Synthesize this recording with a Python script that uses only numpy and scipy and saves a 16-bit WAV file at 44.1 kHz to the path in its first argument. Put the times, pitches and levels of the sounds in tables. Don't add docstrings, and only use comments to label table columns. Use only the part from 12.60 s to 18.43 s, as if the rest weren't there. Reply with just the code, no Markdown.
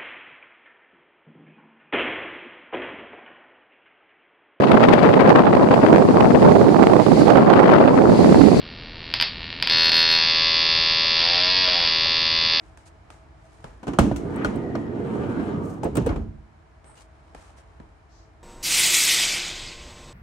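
import sys
import numpy as np
from scipy import signal
from scipy.io import wavfile

SR = 44100
rng = np.random.default_rng(int(sys.argv[2]) if len(sys.argv) > 2 else 0)


def master(y):
    cut = np.clip(np.atleast_2d(y).T, -1, 1)
    pcm = np.round(cut * 32767)
    wavfile.write(sys.argv[1], SR, pcm.astype(np.int16))


N = 257103
TIME = np.arange(N) / SR
BAND_EDGES_HZ = 28 * 2 ** (np.arange(24) * .4)

# t/s, level/dB, tilt/(dB/octave), cabin boom/dB
BLOWS = [(1.23, -42, -5, -65), (1.269, -36.5, -5, -52), (1.279, -30.5, -6, -35), (1.3337, -34, -6, -40),
         (1.387, -18.5, -3.5, -11), (1.5134, -34.5, -7.5, -26), (1.5606, -40, -0.5, -29),
         (1.846, -27.5, -4.5, -26), (2.1542, -33.5, -7.5, -44), (3.232, -36, -3.5, -52),
         (3.25, -35, -7.5, -24), (3.354, -33, -4.5, -47), (3.3693, -28, -4.5, -34), (3.462, -33, -4.5, -40),
         (3.469, -32, -7.5, -22), (3.491, -35, -6.5, -27.5), (3.505, -39, -9.5, -25),
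         (3.559, -37.5, -6.5, -27)]
# f/Hz, gain/dB
BLOW_SPECTRUM = [(35, -20.5), (60, 0.5), (110, -11), (220, -5), (450, -8), (700, -2.5), (1300, -2.5),
                 (2100, -7), (3000, -3), (4300, -10.5), (7000, -0.5), (14000, -13.5)]
# f/Hz, level/dB, t60/s
BODY_MODES = [(49.8, -16, 0.95), (125, -14, 0.32), (168, -12.5, 0.35), (216.8, -10.5, 0.68),
              (239.6, -11.5, 0.34), (283, -11.5, 0.4), (342.3, -13.5, 0.71), (401.3, -11.5, 0.24),
              (476.3, -8.5, 0.26), (673.5, -9.5, 0.12), (1484, -11, 0.19)]
# t/s, level/dB, first f/Hz, last f/Hz, length/s
PANEL_BENDS = [(1.3872, -8, 1690, 150, 0.012), (1.513, -17.5, 1000, 630, 0.0053),
               (2.1507, -28, 1530, 604, 0.0063), (3.2325, -25, 980, 850, 0.0088),
               (3.3736, -15, 610, 306, 0.012), (3.406, -17.5, 200, 150, 0.012),
               (3.467, -14.5, 604, 450, 0.011), (4.748, -39.5, 2330, 670, 0.0044)]
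# t/s, level/dB
STEEL_HITS = [(1.388, -18), (1.8472, -20.5), (2.1535, -28.5), (3.3723, -43), (3.4915, -34)]
# f/Hz, level/dB, t60/s
CARRIAGE_MODES = [(1230, -4.5, 0.075), (1442, 1.5, 0.041), (2160, -13, 0.055), (3170, -16, 0.05),
                  (4330, -12.5, 0.02), (5470, -13, 0.015)]
# t/s, level/dB
FITTING_SNAPS = [(1.387, -28), (1.759, -45.5), (1.957, -49), (3.241, -43), (3.3532, -35), (3.368, -30.5),
                 (3.462, -39.5)]
# f/Hz, level/dB, t60/s
FITTING_MODES = [(8440, 10, 0.0056), (10820, 5, 0.0048), (15400, -4, 0.008)]
# t/s, level/dB
ROLL_EFFORT = [(1.5, -36), (1.72, -27.5), (2.3, -30.5), (2.56, -26.5), (2.88, -26.5), (3.15, -32.5),
               (3.5, -34.5)]
# f/Hz, level/dB
ROLL_SPECTRUM = [(35, -61), (60, -49), (120, -35), (200, -35.5), (290, -31), (410, -33.5), (620, -42.5),
                 (1250, -45.5), (2100, -53.5), (3000, -57.5), (4600, -67), (8500, -66.5), (13000, -87.5)]
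# f/Hz, level/dB, t60/s
RAIL_MODES = [(738, -1.5, 0.08), (907, 3.5, 0.07), (1198, -3, 0.13), (1596, -4.5, 0.13), (2105, -5.5, 0.16)]
# t/s, length/s, level/dB,
# centre f/Hz, width/octaves
DOOR_RUBS = [(1.39, 0.19, -24.5, 175, 1), (1.74, 0.27, -42.5, 1370, 0.64), (2.88, 0.27, -31, 149, 0.4),
             (3.0, 0.25, -64, 7760, 0.56), (3.231, 0.082, -28, 468, 0.5), (3.365, 0.069, -27, 266, 0.78),
             (3.46, 0.265, -37.5, 324, 0.34), (3.47, 0.12, -43.5, 1000, 0.78)]
# t/s, length/s, level/dB
BODY_SWAYS = [(3.295, 0.62, -33.5)]
# t/s, length/s, first f/Hz, last f/Hz, level/dB
ROLLER_WHIRRS = [(1.853, 0.57, 1940, 1863, -52.5), (2.55, 0.37, 1477, 1400, -48),
                 (2.786, 0.456, 1204, 1154, -46)]
# t/s, level/dB, tilt/(dB/octave)
SHOE_TAPS = [(0.174, -53.5, -1), (0.503, -48.5, -1.5), (1.0425, -41.5, -4.5), (4.243, -58.5, -3),
             (4.748, -46.5, -3), (5.2005, -50.5, -7)]
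# f/Hz, level/dB, t60/s
SHOE_MODES = [(740, -2, 0.024), (1310, 5, 0.022), (1670, 6, 0.014)]
# t/s, length/s, level at 1 kHz/dB, level at 8 kHz/dB
CLOTH_SWISHES = [(0, 0.21, -63, -68), (0.252, 0.063, -59, -53.5), (0.75, 0.67, -64, -66.5),
                 (4.23, 0.21, -53.5, -73), (4.341, 0.15, -56.5, -55.5), (4.347, 1.5, -59, -75),
                 (4.754, 0.25, -58.5, -60.5), (4.96, 0.084, -57.5, -59)]
# f/Hz, gain/dB
WALKER_SPECTRUM = [(60, -12), (280, -7.5), (900, 3.5), (3800, -1.5), (8600, 3), (13000, -34)]
# t/s, length/s, f/Hz, width/Hz, level/dB
WALKER_SQUEAKS = [(4.24, 0.16, 8550, 1690, -58.5), (4.364, 0.049, 2850, 301, -61),
                  (5.483, 0.27, 5380, 4110, -64)]
# f/Hz, level/dB
VENT_SPECTRUM = [(35, -79), (60, -52), (90, -59.5), (130, -62.5), (220, -72), (330, -63.5), (480, -74),
                 (700, -62), (1000, -64.5), (1900, -68), (3000, -77), (4500, -78.5), (8500, -82.5),
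                 (13000, -107)]
# f/Hz, level/dB
FAN_TONES = [(323.0, -65), (436.0, -69), (651.4, -64)]
# f/Hz, correlation
DOOR_CORRELATION = [(60, 0.96), (250, 0.85), (600, 0.4), (1100, 0.3), (1600, -0.47), (2400, 0.1),
                    (4500, 0.3), (8500, 0.4), (11000, -.7), (14500, 0.8)]
# f/Hz, correlation
ROOM_CORRELATION = [(60, 0.98), (300, 0.4), (650, 0.12), (1400, 0.046), (7000, 0.16)]
# f/Hz, left minus right/dB
DOOR_BALANCE = [(60, -0.5), (250, -3.5), (900, -1), (1700, 3.5), (3000, 1.5), (6000, 6.5), (9000, -1.5)]

BOOM_HZ, PANEL_HZ = 63.6, 280


def knocks(crack_t60_s=0.07, crack_cycles=2, rise_s=0.0006, rise_cycles=0.485,
           cabin_db=-11.5, cabin_t60_s=0.39, cabin_cutoff_hz=9500):
    out, chatter = 0, flutter(0.5, 350)
    for hz, noise in bands(DOOR_CORRELATION):
        energy = clicks(BLOWS, from_db(blow_db(hz) + at_hz(BLOW_SPECTRUM, hz)) ** 2)
        crack = chatter ** 2 * fade(energy, crack_t60_s + crack_cycles / hz)
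        wash = from_db(cabin_db) ** 2 * swell(fade(energy, cabin_t60_s), 0.0026)
        wash /= 1 + (hz / cabin_cutoff_hz) ** 4
        out += panned(noise, hz) * swell(np.sqrt(crack + wash), rise_s + rise_cycles / hz)
    return out


def blow_db(hz):
    panel_share = np.clip(np.log(hz / BOOM_HZ) / np.log(PANEL_HZ / BOOM_HZ), 0, 1)
    boom_db = np.array([row[3] for row in BLOWS])
    return panel_share * tilted_db(BLOWS, max(hz, PANEL_HZ)) + (1 - panel_share) * boom_db


def door_ring(gain_db=-2.5, scatter_db=4.5):
    out = 0
    for hz, mode_db, t60_s in BODY_MODES:
        sizes = from_db(blow_db(hz) + mode_db + gain_db + scatter_db * rng.standard_normal(len(BLOWS)))
        mid = ring(clicks(BLOWS, sizes), hz, t60_s)
        side = ring(clicks(BLOWS, sizes * rng.choice([-1, 1], len(BLOWS))), hz, t60_s)
        out += door_stereo(mid, side, hz)
    return out


def clunks(glide_share=0.2):
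    out = 0
    for start_s, db, first_hz, last_hz, length_s in PANEL_BENDS:
        t = np.clip(TIME - start_s, 0, 2 * length_s)
        glide_s = glide_share * length_s
        cycles = last_hz * t + (first_hz - last_hz) * glide_s * (1 - np.exp(-t / glide_s))
        envelope = (1 - np.exp(-t * first_hz)) * np.exp(-(t / length_s) ** 6)
        out += panned(from_db(db) * envelope * np.sin(2 * np.pi * cycles), last_hz)
    return out / flutter(2.5, 200)


def clacks(scatter_db=3):
    out, hit_db = 0, np.array([db for _, db in STEEL_HITS])
    for hz, mode_db, t60_s in CARRIAGE_MODES:
        sizes = from_db(hit_db + mode_db - scatter_db * rng.standard_normal(len(STEEL_HITS)))
        mid = ring(clicks(STEEL_HITS, sizes), hz, t60_s)
        side = np.roll(mid, int(SR / hz / 4))
        out += door_stereo(mid, side, hz)
    return out


def catch(chatter_t60_s=0.033):
    energy = clicks(FITTING_SNAPS, from_db([db for _, db in FITTING_SNAPS]) ** 2)
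    envelope = np.sqrt(swell(fade(energy, chatter_t60_s), .001))
    decay_samples = chatter_t60_s * SR / np.log(1e6)
    force = envelope * rng.standard_normal((2, N)) / np.sqrt(decay_samples)
    return sum(from_db(db) * stereo(*ring(force, hz, t60_s), at_hz(DOOR_CORRELATION, hz))
               for hz, db, t60_s in FITTING_MODES)


def rolling(effort_db, gain_db=-1, modes_db=6.5, grit_above_hz=600):
    bumps, grit = flutter(0.7, 60), flutter(0.95, 490)
    out = 0
    for hz, noise in bands(DOOR_CORRELATION):
        texture = flutter(2, 14) * (grit if hz > grit_above_hz else 1)
        out += panned(noise, hz) * roll_gain(effort_db, hz) * texture
    shaking = rng.standard_normal((2, N))
    for hz, mode_db, t60_s in BODY_MODES:
        mid, side = unit_rms(wandering(ring(shaking, hz, t60_s)))
        out += door_stereo(mid, side, hz) * roll_gain(effort_db, hz) * from_db(mode_db + modes_db)
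    return from_db(gain_db) * out * bumps


def roller_effort_db(full_speed_db=-26, ease_db_per_s=86):
    times_s, db = np.transpose(ROLL_EFFORT)
    outside_s = np.abs(TIME - np.clip(TIME, times_s[0], times_s[-1]))
    return np.interp(TIME, times_s, db) - full_speed_db - ease_db_per_s * outside_s


def roll_gain(effort_db, hz, rumble_hz=301.3, grit_hz=1200, grit_db_per_db=1.76):
    slope = at_hz([(rumble_hz, 1), (grit_hz, grit_db_per_db)], hz)
    return from_db(at_hz(ROLL_SPECTRUM, hz) + effort_db * slope)


def wandering(x, pitch_share=0.012):
    samples = np.arange(N)
    position = samples + np.cumsum(pitch_share * drift(9))
    return np.array([np.interp(position % N, samples, channel) for channel in x])


def runner(effort_db, gain_db=-4.5):
    out, rasp = 0, rng.standard_normal((2, N))
    for hz, mode_db, t60_s in RAIL_MODES:
        gain = roll_gain(effort_db, hz) * from_db(gain_db + mode_db) * flutter(3.5, 7)
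        mid, side = gain * unit_rms(wandering(ring(rasp, hz, t60_s)))
        out += door_stereo(mid, side, hz)
    return out


def rubs_and_sways(sway_hz=59.6, sway_octaves=0.85):
    rows = list(DOOR_RUBS) + [(*row, sway_hz, sway_octaves) for row in BODY_SWAYS]
    strokes = np.array([from_db(db) * stroke(start_s, length_s) for start_s, length_s, db, _, _ in rows])
    centres_hz, octaves = np.transpose(rows)[3:]
    out = 0
    for hz, noise in bands(DOOR_CORRELATION):
        weights = np.exp(-.5 * (np.log2(hz / centres_hz) / octaves) ** 2)
        out += panned(noise, hz) * (weights @ strokes)
    return out * flutter(1.5, 120)


def whirrs(width_hz=240):
    out = np.zeros((2, N))
    for start_s, length_s, first_hz, last_hz, db in ROLLER_WHIRRS:
        progress = np.clip((TIME - start_s) / length_s, 0, 1)
        phase = 2 * np.pi * np.cumsum(first_hz + (last_hz - first_hz) * progress) / SR
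        for channel in out:
            channel += from_db(db) * np.sin(np.pi * progress) * rough_tone(phase, width_hz)
    return out


def walker(tap_t60_s=0.017, tap_cycles=6.2, hall_db=-13.5, hall_t60_s=0.38, swish_db=-9.5):
    out, scuff = 0, flutter(2, 220)
    strokes = np.array([scuff * stroke(start_s, length_s) for start_s, length_s, _, _ in CLOTH_SWISHES])
    for hz, noise in bands(ROOM_CORRELATION):
        energy = clicks(SHOE_TAPS, from_db(tilted_db(SHOE_TAPS, max(hz, PANEL_HZ))) ** 2)
        taps = swell(fade(energy, tap_t60_s + tap_cycles / hz), 0.43 / hz)
        hall = from_db(hall_db) ** 2 * swell(fade(energy, hall_t60_s), 0.006)
        cloth_db = np.array([at_hz([(1000, low), (8000, high)], hz) for _, _, low, high in CLOTH_SWISHES])
        swishes = from_db(cloth_db + swish_db) ** 2 @ strokes ** 2
        out += noise * np.sqrt(taps + hall + swishes) * from_db(at_hz(WALKER_SPECTRUM, hz))
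    return out


def tap_ring():
    out = 0
    for k, (hz, db, t60_s) in enumerate(SHOE_MODES):
        force = clicks(SHOE_TAPS, from_db(tilted_db(SHOE_TAPS, hz) + db))
        out += (-1) ** k * ring(force, hz, t60_s)
    return out


def squeaks():
    out = np.zeros((2, N))
    for start_s, length_s, hz, width_hz, db in WALKER_SQUEAKS:
        for channel in out:
            channel += from_db(db) * stroke(start_s, length_s) * rough_tone(2 * np.pi * hz * TIME, width_hz)
    return out


def ventilation(air_db=0.5, hum_db=-2.5, hum_width_hz=28, lean_in_s=(1.7, 3), shade_db=-2):
    rush = sum(noise * from_db(at_hz(VENT_SPECTRUM, hz) + air_db)
               for hz, noise in bands(ROOM_CORRELATION))
    hum = sum(from_db(db + hum_db) * rough_tone(2 * np.pi * hz * TIME, hum_width_hz)
              for hz, db in FAN_TONES)
    return (rush + hum) * from_db(np.interp(TIME, lean_in_s, [0, shade_db]))


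def from_db(db):
    return 10 ** (np.asarray(db) / 20)


def unit_rms(x):
    return x / np.sqrt(np.mean(x ** 2) + 1e-20)


def at_hz(points, hz):
    f, value = np.transpose(points)
    return np.interp(np.log(hz), np.log(f), value)


def tilted_db(rows, hz, pivot_hz=1000):
    return np.array([row[1] + row[2] * np.log2(hz / pivot_hz) for row in rows])


def stereo(mid, side, correlation):
    spread = np.sqrt(1 - correlation) * side * np.array([[1], [-1]])
    return (np.sqrt(1 + correlation) * mid + spread) / np.sqrt(2)


def panned(x, hz):
    return x * from_db(at_hz(DOOR_BALANCE, hz) * np.array([[.5], [-.5]]))


def door_stereo(mid, side, hz):
    return panned(stereo(mid, side, at_hz(DOOR_CORRELATION, hz)), hz)


def bands(correlations):
    white = rng.standard_normal((2, 2, N))
    for k, (low_hz, high_hz) in enumerate(zip(BAND_EDGES_HZ, BAND_EDGES_HZ[1:])):
        bandpass = signal.butter(2, [low_hz, high_hz], "band", fs=SR, output="sos")
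        mid, side = unit_rms(signal.sosfilt(bandpass, white[k % 2]))
        hz = np.sqrt(low_hz * high_hz)
        yield hz, stereo(mid, side, at_hz(correlations, hz))


def drift(rate_hz):
    knots = rng.standard_normal(int(N / SR * rate_hz) + 2)
    return unit_rms(np.interp(TIME * rate_hz, np.arange(len(knots)), knots))


def flutter(depth_db, rate_hz):
    return from_db(depth_db * drift(rate_hz))


def rough_tone(phase, width_hz):
    return drift(width_hz) * np.sin(phase) + drift(width_hz) * np.cos(phase)


def clicks(rows, sizes):
    out = np.zeros(N)
    out[[int(row[0] * SR) for row in rows]] = sizes
    return out


def stroke(start_s, length_s):
    out, span = np.zeros(N), slice(int(start_s * SR), int((start_s + length_s) * SR))
    out[span] = np.sin(np.pi * np.linspace(0, 1, len(out[span])) ** .6) ** 2
    return out


def fade(power, t60_s):
    return signal.lfilter([1], [1, -from_db(-120 / (t60_s * SR))], power + 1e-24)


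def swell(envelope, rise_s):
    r = np.exp(-1 / (rise_s * SR))
    return signal.lfilter([1 - r], [1, -r], envelope)


def ring(force, hz, t60_s):
    r, w = from_db(-60 / (t60_s * SR)), 2 * np.pi * hz / SR
    return signal.lfilter([0, np.sin(w)], [1, -2 * r * np.cos(w), r * r], force + 1e-18)


def scene():
    effort_db = roller_effort_db()
    blows = knocks() + door_ring() + clunks() + clacks() + catch()
    slide = rolling(effort_db) + runner(effort_db) + rubs_and_sways() + whirrs()
    return blows + slide + walker() + tap_ring() + squeaks() + ventilation()


def record(dry, low_cut_hz=33, high_cut_hz=16000):
    thin = signal.sosfilt(signal.butter(4, low_cut_hz, "high", fs=SR, output="sos"), dry)
    rounded = thin / (1 + np.abs(thin) ** 6) ** (1 / 6)
    return signal.sosfilt(signal.ellip(10, .1, 80, high_cut_hz, fs=SR, output="sos"), rounded)


dry = scene()
out = record(dry)
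master(out)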